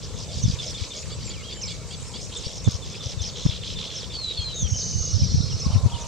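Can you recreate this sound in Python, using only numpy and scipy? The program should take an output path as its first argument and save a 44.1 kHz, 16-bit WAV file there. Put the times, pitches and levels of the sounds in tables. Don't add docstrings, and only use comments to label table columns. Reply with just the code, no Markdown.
import sys
import numpy as np
from scipy import signal
from scipy.io import wavfile
from scipy.ndimage import uniform_filter1d

SR = 44100
rng = np.random.default_rng(int(sys.argv[2]) if len(sys.argv) > 2 else 0)


def persist_wave(psi):
    counts = np.round(np.clip(psi, -1, 1) * 32767).astype(np.int16)
    wavfile.write(sys.argv[1], SR, np.atleast_2d(counts).T)


N = 268083

# time_s, level_db
CHORUS_LEVEL = [(0.0, -45), (0.59, -41.5), (1.24, -44.5), (3.93, -45), (4.98, -46), (6.08, -43.5)]
# pitch_hz, level_db (per Hz)
CHORUS_SPECTRUM = [(1000, -20), (1700, -9.5), (2250, 1), (2710, -0.5), (3460, 2), (3960, 3), (4630, 6.5),
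                   (5610, 3), (6850, 6), (10000, -45), (13000, -34), (22000, -120)]


def amp(db):
    return 10 ** (np.asarray(db) / 20)


def rms_one(x):
    return x / np.sqrt(np.mean(x ** 2) + 1e-20)


def in_time(rows):
    time_s, *columns = np.transpose(rows)
    return [np.interp(np.arange(N) / SR, time_s, column) for column in columns]


def at_hz(points, hz):
    table_hz, values = np.array(points).T
    return np.interp(np.log(hz), np.log(table_hz), values)


def drift(rate_hz, size=N):
    r = np.exp(-2 * np.pi * rate_hz / SR)
    noise = rng.standard_normal(size + 4000)
    return rms_one(signal.lfilter([1], [1, -2 * r, r * r], noise)[4000:])


def band(x, low_hz, high_hz):
    return signal.sosfilt(signal.butter(2, [low_hz, high_hz], "band", fs=SR, output="sos"), x)


def add(out, sound, start_s, edge_s):
    i = int(np.clip(start_s * SR, 0, N - 1))
    t = np.arange(len(sound)) / SR
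    to_nearest_end = np.minimum(t, t[::-1])
    soft = np.sin(np.pi / 2 * np.clip(to_nearest_end / edge_s, 0, 1)) ** 2
    sides = amp(rng.normal(-0.6, 1) * np.array([[.5], [-.5]]))
    out[:, i:i + len(sound)] += (sound * soft * sides)[:, :N - i]


def span(rows, edge_s):
    time_s, *columns = np.transpose(rows)
    t = np.arange(max(time_s[0] - edge_s / 2, 0), time_s[-1] + edge_s / 2, 1 / SR)
    return t[0], [np.interp(t, time_s, column) for column in columns]


def hoarse(phase, share, spread_hz):
    size = len(phase)
    smear = drift(spread_hz, size=size) * np.sin(phase) + drift(spread_hz, size=size) * np.cos(phase)
    return np.sqrt(1 - share) * np.sin(phase) + np.sqrt(share / 2) * smear


def whistle(hz, level_db, flutter_db, husk, octave_db):
    size = len(hz)
    phase = 2 * np.pi * np.cumsum(hz * (1 + 0.0061 * drift(142, size=size))) / SR
    share = np.clip(husk * hz / 4000, 0, .8)
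    octave = amp(octave_db - np.abs(hz - 4300) / 100) * np.sin(2 * phase)
    return amp(level_db + flutter_db * drift(46, size=size)) * (hoarse(phase, share, 310) + octave)


def rattle(hz, level_db, per_s, hoarse_hz):
    count = np.cumsum(per_s * amp(1.0 * drift(40, size=len(hz)))) / SR + rng.random()
    chip, within = count.astype(int), count % 1
    strength, offset = rng.normal(0, 1, (2, chip.max() + 1))
    rough = np.clip((hz - hoarse_hz) / 3000, .45, .75)
    fall = .25 * (1.3 - rough) * (.5 - within)
    phase = 2 * np.pi * np.cumsum(hz * (1 + fall + .03 * offset[chip])) / SR
    gate = np.sin(np.pi * within) ** 2 + .08 + .7 * rough ** 2
    return amp(level_db) * rms_one(hoarse(phase, rough, 520) * gate * amp(1.8 * strength[chip]))


def add_rattle(out, begin_s, end_s, centre_hz, level_db, fade_db):
    rows = [(begin_s, centre_hz, level_db + fade_db / 2), (end_s, centre_hz, level_db - fade_db / 2)]
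    start, (hz, db) = span(rows, .016)
    add(out, rattle(hz, db, per_s=78, hoarse_hz=2480), start, .016)
    add(out, rattle(1.17 * hz, db - 4.0, per_s=86, hoarse_hz=2920), start, .016)


def add_whistle(out, rows):
    start, (hz, db) = span(rows, 0.015)
    add(out, whistle(hz, db - 1.5, flutter_db=2.5, husk=.14, octave_db=-28), start, .008)


def banded_noise(spectrum, patchy_db, patch_hz):
    # pitch_hz, likeness (0 to 1)
    likeness = [(300, 1), (600, 0.97), (2500, 0.72), (5000, 0.43), (8000, 0.017), (12000, .05)]
    low_end, high_end = spectrum[0][0], spectrum[-1][0]
    edges = np.geomspace(low_end, high_end, round(3 * np.log2(high_end / low_end)))
    white = rng.standard_normal((2, 2, N))
    out = 0
    for k, (low, high) in enumerate(zip(edges, edges[1:])):
        mid, side = band(white[k % 2], low, high)
        hz = np.sqrt(low * high)
        alike = np.clip(at_hz(likeness, hz), 0, 1)
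        gain = amp(at_hz(spectrum, hz) + patchy_db * alike * drift(patch_hz))
        out = out + gain * (np.sqrt(1 + alike) * mid + np.sqrt(1 - alike) * side * [[1], [-1]])
    return rms_one(out)


def open_air():
    # pitch_hz, level_db (per Hz)
    air_spectrum = [(200, 3), (300, 0.5), (600, 1), (800, -7.5), (1050, -2), (1700, -13), (4000, -23),
                    (9000, -36.5), (12000, -25.5), (16000, -39)]
    return amp(-47.5) * banded_noise(air_spectrum, patchy_db=3.2, patch_hz=8)


def engine():
    fires_per_s, pipe_hz = 28.8, 474.5
    turns = np.cumsum(fires_per_s * (1 + .012 * drift(2.5))) / SR
    fires = np.diff(np.floor(turns), prepend=0)
    puffs = fires * amp(2.0 * rng.standard_normal(N)) + .01 * rng.standard_normal((2, N))
    return amp(-50.5) * rms_one(band(puffs, pipe_hz - 60, pipe_hz + 60))


def chorus_blur():
    return amp(in_time(CHORUS_LEVEL)[0]) * banded_noise(CHORUS_SPECTRUM, patchy_db=6.0, patch_hz=30)


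def far_notes():
    notes_per_s = 160
    out = np.zeros((2, N))
    for when, pitch, length, slope, size in rng.random((round(notes_per_s * N / SR), 5)):
        hz, t = 2100 * 3.8 ** pitch, np.arange(0, 0.012 + 0.085 * length, 1 / SR)
        glide = hz * (1 + 0.16 * (slope - .6) * t / t[-1])
        level_db = at_hz(CHORUS_SPECTRUM, hz) + 10 * np.log10(hz) + 7.0 * size
        note = whistle(glide, level_db, flutter_db=-2.5, husk=0.055, octave_db=-49)
        add(out, note, when * N / SR, t[-1] / 3)
    return amp(in_time(CHORUS_LEVEL)[0] - 8) * rms_one(out)


def wind():
    # time_s, level_db
    rumble_level = [(0.0, -45), (0.52, -43), (0.85, -47), (4.42, -46), (5.43, -36), (6.08, -47.5)]
    # pitch_hz, level_db (per Hz)
    rumble_spectrum = [(12, -53), (20, -59), (40, 3.5), (70, 3.5), (146, 5.5), (219, -17), (330, -28.5),
                       (420, -11), (550, -41), (920, -120)]
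    # time_s, swell_db, width_ms (at half height), port (0 left, 1 right)
    eddies = [(.375, -15.5, 8.6, 1), (.442, -8.5, 8.5, 1), (0.458, -7, 13, 0), (0.482, -7.5, 5.7, 1),
              (.501, -9, 6.5, 0), (.54, -14.5, 9.4, 1), (0.823, -15, 14, 0), (2.469, -16, 5.8, 0),
              (2.677, -2, 11, 1), (2.687, -4.5, 6.4, 0), (2.752, -16, 16, 0), (3.067, -17.5, 12, 0),
              (3.178, -15, 10.5, 0), (3.215, -16.5, 18, 0), (3.456, -7.5, 5.6, 1), (3.464, -2.5, 6.7, 0),
              (3.496, -12, 10, 0), (4.397, -15.5, 16, 0), (4.63, -10, 7.4, 1), (4.65, -12.5, 28, 0),
              (4.728, -9.5, 15.4, 1), (4.961, -11.5, 15.7, 1), (4.985, -17, 5.8, 1), (5.012, -14.5, 20, 1),
              (5.147, -8.5, 20, 1), (5.167, -11, 13, 1), (5.223, -6.5, 12, 1), (5.236, -7.5, 16.5, 0),
              (5.301, -15, 15.6, 0), (5.347, -6, 10.3, 0), (5.381, -8.5, 21, 1), (5.407, -6.5, 7, 1),
              (5.445, -13, 7, 1), (5.468, -14, 9.5, 1), (5.549, -14, 18, 1), (5.667, -6.5, 6.3, 0),
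              (5.682, -13, 24, 1), (5.706, -10.5, 6.8, 0), (5.741, -10, 20, 1), (5.762, -4, 16, 0),
              (5.784, -11, 18, 0), (5.84, -8.5, 16, 1), (5.862, -3.5, 17.7, 0), (5.946, -16, 19.5, 1)]
    edges = np.geomspace(20, 420, 9)
    rumble = 0
    for low, high in zip(edges, edges[1:]):
        gain = amp(at_hz(rumble_spectrum, np.sqrt(low * high)))
        rumble = rumble + gain * band(rng.standard_normal((2, N)), low, high)
    lumps = amp([3.7 * drift(4.4), 2.25 * drift(9.3)])
    out = amp(in_time(rumble_level)[0] + 10.0) * rms_one(rumble * lumps)

    t = np.arange(-.05, .05, 1 / SR)
    noise_burst = rms_one(band(rng.standard_normal(len(t)), 400, 1600)) * .5 ** ((t / 0.0033) ** 2)
    for (time_s, swell_db, width_ms, port), turn in zip(eddies, rng.normal(0, 1, len(eddies))):
        hz = 143.7 + 1.87 * swell_db - 1.75 * width_ms
        phase = 2 * np.pi * hz * t + turn * (1 - amp(swell_db))
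        steep = .5 * amp(swell_db)
        swell = amp(swell_db) * .5 ** ((2000 * t / width_ms) ** 2)
        swing = swell * np.sin(phase + steep * np.sin(phase))
        i = round(time_s * SR) - len(t) // 2
        overload_burst = amp(-24.5 + 3.7 * swell_db) * noise_burst
        out[round(port), i:i + len(t)] += swing - swing.mean() + overload_burst
    return out


def motor():
    # time_s, tone_hz, tone_db, gear_noise_db, whirr_db
    course = [(5.62, 1130, -61, -65, -82), (5.65, 1102, -43, -53, -66), (5.72, 1064, -58, -41, -58),
              (5.85, 1045, -44, -48.5, -61), (5.862, 951, -48.5, -48.5, -60), (6.08, 929, -44.5, -47, -60)]
    # pitch_hz, level_db
    gear_tones = [(1205, -54), (2540, -58)]
    hz, tone_db, gear_db, whirr_db = in_time(course)
    t = np.arange(N) / SR
    phase = 2 * np.pi * np.cumsum(hz) / SR
    tone = amp(tone_db + 3.4 * drift(32)) * np.sqrt(2) * hoarse(phase, 0.23, 30)
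    mesh = sum(amp(db + 3.5 * drift(9.9)) * np.sin(2 * np.pi * gear_hz * t) for gear_hz, db in gear_tones)
    mesh *= hz < 1000
    gear_noise = rms_one(band(band(rng.standard_normal(N), 450, 1200), 448, 1230))
    gear = amp(gear_db + 2.0 * np.sin(2 * np.pi * 24 * t)) * gear_noise
    whirr_noise = rms_one(band(rng.standard_normal((2, N)), 9050, 9500))
    whirr = amp(whirr_db) * (1 + .5 * np.sin(2 * np.pi * 44 * t)) * whirr_noise
    return (tone + mesh + gear + whirr) * (t > course[0][0])


def echoes(x):
    reflections = [(.011, -13), (.023, -15), (.041, -17), (.067, -20), (.098, -23)]
    dull = signal.lfilter([.6], [1, -.4], x.mean(0))
    out = np.zeros((2, N))
    for delay_s, db in reflections:
        for side in out:
            lag = int(delay_s * SR * rng.uniform(0.75, 1.2))
            side[lag:] += amp(db) * dull[:-lag]
    return out


def ticks():
    # time_s, click_db (before a 2 dB cut and the band-pass)
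    tick_times = [(0.7097, -14), (0.7391, -28), (2.1115, -25), (2.2307, -27), (2.7137, -11), (3.1417, -31),
                  (4.4859, -43), (4.5036, -23), (4.965, -25)]
    clicks = np.zeros(N) + 1e-18
    for time_s, db in tick_times:
        clicks[round(time_s * SR)] = amp(db - 2.0)
    return band(clicks, 5500, 9300)


def squeaks():
    # share_of_length, pitch_hz
    squeak_pitch = [(0, 526.5), (.65, 588), (1, 566)]
    # pitch_hz, level_db
    throat = [(2300, -15.5), (2900, -11.5), (3450, 0), (4050, -10), (4650, 1), (5300, -13), (6000, -33)]
    # start_s, length_s, level_db (rms)
    squeak_times = [(1.101, 0.045, -39.5), (1.299, 0.027, -38.5), (1.495, 0.05, -38), (1.679, 0.048, -36),
                    (1.905, 0.0486, -39), (2.135, 0.039, -37.5), (2.435, 0.037, -37)]
    out = np.zeros((2, N))
    for start_s, length_s, level_db in squeak_times:
        start, (f0,) = span([(start_s + share * length_s, hz) for share, hz in squeak_pitch], 0.015)
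        size = len(f0)
        phase = 2 * np.pi * np.cumsum(f0 * (1 + 0.0053 * drift(220, size=size))) / SR
        stack = 0
        for k in range(4, 11):
            gain = amp(at_hz(throat, k * f0) + 2.4 * drift(50, size=size))
            stack = stack + gain * hoarse(k * phase + k * k, 0.45, 180)
        add(out, amp(level_db) * rms_one(stack), start, .015)
    return out


def high_rattles():
    # start_s, length_s, centre_hz, level_db (rms of the first voice)
    rattle_times = [(0.152, 0.089, 6080, -52), (0.302, 0.11, 6650, -51), (0.497, 0.059, 6450, -51),
                    (0.805, 0.11, 6400, -50), (1.694, 0.067, 6660, -48), (1.871, 0.067, 7000, -50),
                    (2.0, .1, 7160, -49), (2.099, 0.17, 7000, -51), (2.27, 0.12, 7560, -56),
                    (2.402, 0.13, 7260, -54), (0.624, 0.13, 7000, -56), (0.998, .1, 7340, -53.5),
                    (2.636, 0.031, 6430, -43)]
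    out = np.zeros((2, N))
    for start_s, length_s, centre_hz, level_db in rattle_times:
        add_rattle(out, start_s, start_s + length_s, centre_hz, level_db, fade_db=-1.5)
    return out


def zigzag_calls():
    # share_of_length, pitch_hz, level_db (relative)
    zigzag_shape = [(0, 5000, -8), (.15, 6400, -2), (.36, 5250, 0), (.52, 5200, 0), (.65, 6000, -2),
                    (.8, 5200, -3), (1, 4200, -6)]
    # start_s, length_s, level_db (added to the shape)
    zigzag_times = [(0.651, 0.082, -35), (1.613, 0.069, -30.5), (3.205, 0.094, -32.5), (3.944, 0.071, -33),
                    (4.755, .075, -30.5), (5.592, 0.079, -30.5)]
    out = np.zeros((2, N))
    for start_s, length_s, level_db in zigzag_times:
        rows = [(start_s + share * length_s, hz, db) for share, hz, db in zigzag_shape]
        start, (hz, db) = span(rows, 0.008)
        hz = uniform_filter1d(hz, size=150)
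        call = whistle(hz, db + level_db, flutter_db=2.0, husk=.12, octave_db=-40)
        add(out, call, start, .006)
    return out


def whistled_notes():
    # time_s, pitch_hz, level_db
    songs = [
        [(1.34, 3250, -36), (1.37, 2384, -46), (1.418, 2110, -41)],
        [(1.428, 2750, -42), (1.45, 3240, -42), (1.5, 3250, -40.5)],
        [(1.565, 3070, -42), (1.61, 3090, -46.5), (1.645, 2280, -41), (1.667, 2270, -44)],
        [(4.37, 3570, -32.5), (4.4, 3270, -31), (4.436, 3240, -34)],
        [(4.79, 3010, -50), (5.0, 2970, -49.5), (5.15, 2890, -54)],
        [(4.14, 4650, -30.5), (4.26, 3970, -28), (4.32, 3820, -24.5)],
        [(4.375, 4350, -29), (4.45, 4170, -30.5), (4.6, 3660, -35), (4.675, 3070, -35)],
        [(4.548, 6410, -33), (4.62, 6410, -26), (4.66, 6060, -39)],
        [(4.68, 6420, -35), (4.82, 6350, -29.5), (4.9, 6240, -31), (5.05, 6440, -28), (5.2, 6200, -43)],
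        [(4.62, 6010, -32), (4.7, 5620, -35), (4.78, 5600, -34)],
    ]
    # start_s, length_s, from_hz, to_hz, level_db
    chirps = [(0.964, 0.047, 6440, 6600, -37.5), (0.956, 0.083, 7120, 7000, -43),
              (1.112, 0.046, 7170, 7960, -44), (1.255, .045, 7540, 7000, -37),
              (1.383, 0.028, 7100, 7440, -45), (1.531, 0.081, 7250, 7150, -43),
              (1.657, .035, 7230, 7500, -42), (1.982, 0.022, 7760, 7770, -41),
              (2.067, .045, 5200, 5500, -45), (2.18, 0.024, 5200, 5050, -40),
              (2.353, 0.02, 3600, 3580, -33), (2.37, 0.019, 7930, 6420, -35),
              (2.45, 0.038, 5200, 5650, -39), (2.579, 0.046, 5280, 5630, -41),
              (2.952, .045, 4820, 5570, -42), (3.454, .045, 5240, 5150, -37),
              (4.373, 0.086, 2750, 2360, -51), (4.489, 0.027, 3200, 3090, -37.5),
              (4.562, 0.062, 6900, 6800, -34), (4.742, 0.02, 3035, 3085, -36),
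              (5.502, .025, 3370, 2870, -38.5), (5.73, .02, 3090, 2900, -41),
              (5.782, 0.0165, 3610, 3830, -39.5), (5.922, .025, 3390, 3000, -38),
              (5.95, 0.016, 3570, 2880, -38), (5.974, .013, 3660, 3275, -41),
              (6.01, 0.0091, 3660, 3430, -42)]
    # start_s, level_db
    far_piping = [(.62, -49), (.8, -52), (.95, -48), (1.105, -55), (1.31, -49), (1.5, -53), (1.561, -53),
                  (1.72, -48), (1.81, -52)]
    # share_of_length, pitch_hz, level_db (relative)
    arch_shape = [(0, 5500, -18), (0.408, 6050, -4.5), (1.005, 5300, -19)]
    # start_s, length_s, level_db (added to the shape)
    arch_times = [(.42, 0.042, -20.5), (6.008, 0.035, -25.5), (6.062, .016, -30)]
    notes = list(songs)
    for start_s, length_s, from_hz, to_hz, db in chirps:
        notes.append([(start_s, from_hz, db + .25), (start_s + length_s, to_hz, db - .25)])
    for start_s, db in far_piping:
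        notes.append([(start_s, 2250, db), (start_s + 0.034, 2250, db)])
    for start_s, length_s, level_db in arch_times:
        lower = [(start_s + share * length_s, hz, db + level_db) for share, hz, db in arch_shape]
        upper = [(start_s + share * length_s, hz + 556, db / 2 + level_db - 10.5)
                 for share, hz, db in arch_shape]
        notes += [lower, upper]
    out = np.zeros((2, N))
    for note in notes:
        add_whistle(out, note)
    return out


def wheeze():
    # time_s, buzz_hz (pulses per second), upper_tone_hz, level_db
    wheeze_course = [(4.72, 300, 6320, -52), (4.8, 314, 6060, -31.5), (5.0, 380, 6020, -36),
                     (5.2, 390, 5480, -33), (5.45, 304, 5420, -35.5), (5.62, 280, 5570, -37.5),
                     (5.78, 260, 5430, -40.5), (5.82, 200, 5400, -57)]
    start, (per_s, upper_hz, level_db) = span(wheeze_course, .01)
    size, lines, out = len(per_s), 0, np.zeros((2, N))
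    buzz = per_s * (1 + .04 * drift(30, size=size))
    for hz, db in ((upper_hz, 0), (.78 * upper_hz, -5.5)):
        hz = hz * (1 + .005 * drift(20, size=size))
        for step in range(-3, 4):
            phase = 2 * np.pi * (np.cumsum(hz + step * buzz) / SR + rng.random())
            line_db = db - 4.0 * abs(step) + 3.0 * drift(22, size=size)
            lines = lines + amp(line_db) * hoarse(phase, .66, 100)
    add(out, amp(level_db) * rms_one(lines), start, .01)
    return out * amp([[-.8], [.4]])


def chatter():
    # start_s, length_s, pip_db (before a 1.5 dB cut), low_db (rms), high_hz, high_db (rms)
    syllables = [(0, 0.072, -52, -48.5, 4910, -43), (0.142, .11, -44.5, -50, 5020, -43),
                 (.29, .12, -39, -46, 4730, -41.5), (0.442, 0.11, -35.5, -45.5, 5130, -38),
                 (0.591, 0.12, -31.5, -43.5, 5260, -39.5), (0.748, .11, -34.5, -43, 4710, -42),
                 (0.909, 0.088, -37, -45, 4830, -40.5), (1.181, 0.11, -60, -53, 4780, -45),
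                 (2.179, 0.083, -57, -56, 5390, -42), (2.304, 0.15, -57, -43.5, 5520, -46.5),
                 (2.421, .1, -47, -45.5, 5470, -46.5), (2.504, 0.084, -58, -52, 5410, -41),
                 (2.652, 0.12, -34, -46.5, 5360, -39), (2.822, 0.12, -36.5, -48, 5220, -44.5),
                 (2.92, 0.071, -42, -46, 5050, -55), (3.0, 0.14, -35, -43.5, 5150, -40.5),
                 (3.191, .115, -35.5, -43, 5220, -39.5), (3.334, 0.17, -43, -41, 5460, -43),
                 (3.473, 0.11, -41, -37.5, 5200, -48), (3.616, 0.13, -40, -38, 5120, -42.5),
                 (3.764, 0.12, -34, -37, 5150, -46), (3.878, 0.18, -38, -41, 5500, -46.5),
                 (4.102, 0.07, -35.5, -39.5, 5200, -49), (4.261, .11, -50, -43, 4300, -47),
                 (5.96, 0.064, -50, -48, 5200, -55)]
    pip_s, pip_hz, pip_fall_hz = 0.0186, 3626, 151
    out = np.zeros((2, N))
    for start_s, length_s, pip_db, low_db, high_hz, high_db in syllables:
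        end_s = start_s + length_s
        add_whistle(out, [(start_s, pip_hz, pip_db), (start_s + pip_s, pip_hz - pip_fall_hz, pip_db)])
        add_rattle(out, start_s + .02, end_s, 3414, low_db, fade_db=4.5)
        add_rattle(out, start_s + .026, end_s, high_hz, high_db, fade_db=-1.5)
    return out


def separate_calls():
    return (ticks() + squeaks() + high_rattles() + zigzag_calls()
            + whistled_notes() + wheeze() + chatter())


def scene():
    birds = separate_calls() + far_notes()
    return open_air() + engine() + chorus_blur() + wind() + motor() + echoes(birds) + birds


def record(dry):
    overload, cutoff_hz = .58, 15740
    flat = dry / (1 + np.abs(dry / overload) ** 40) ** (1 / 40)
    return signal.sosfilt(signal.ellip(12, .3, 80, cutoff_hz, fs=SR, output="sos"), flat)


dry = scene()
out = record(dry)
persist_wave(out)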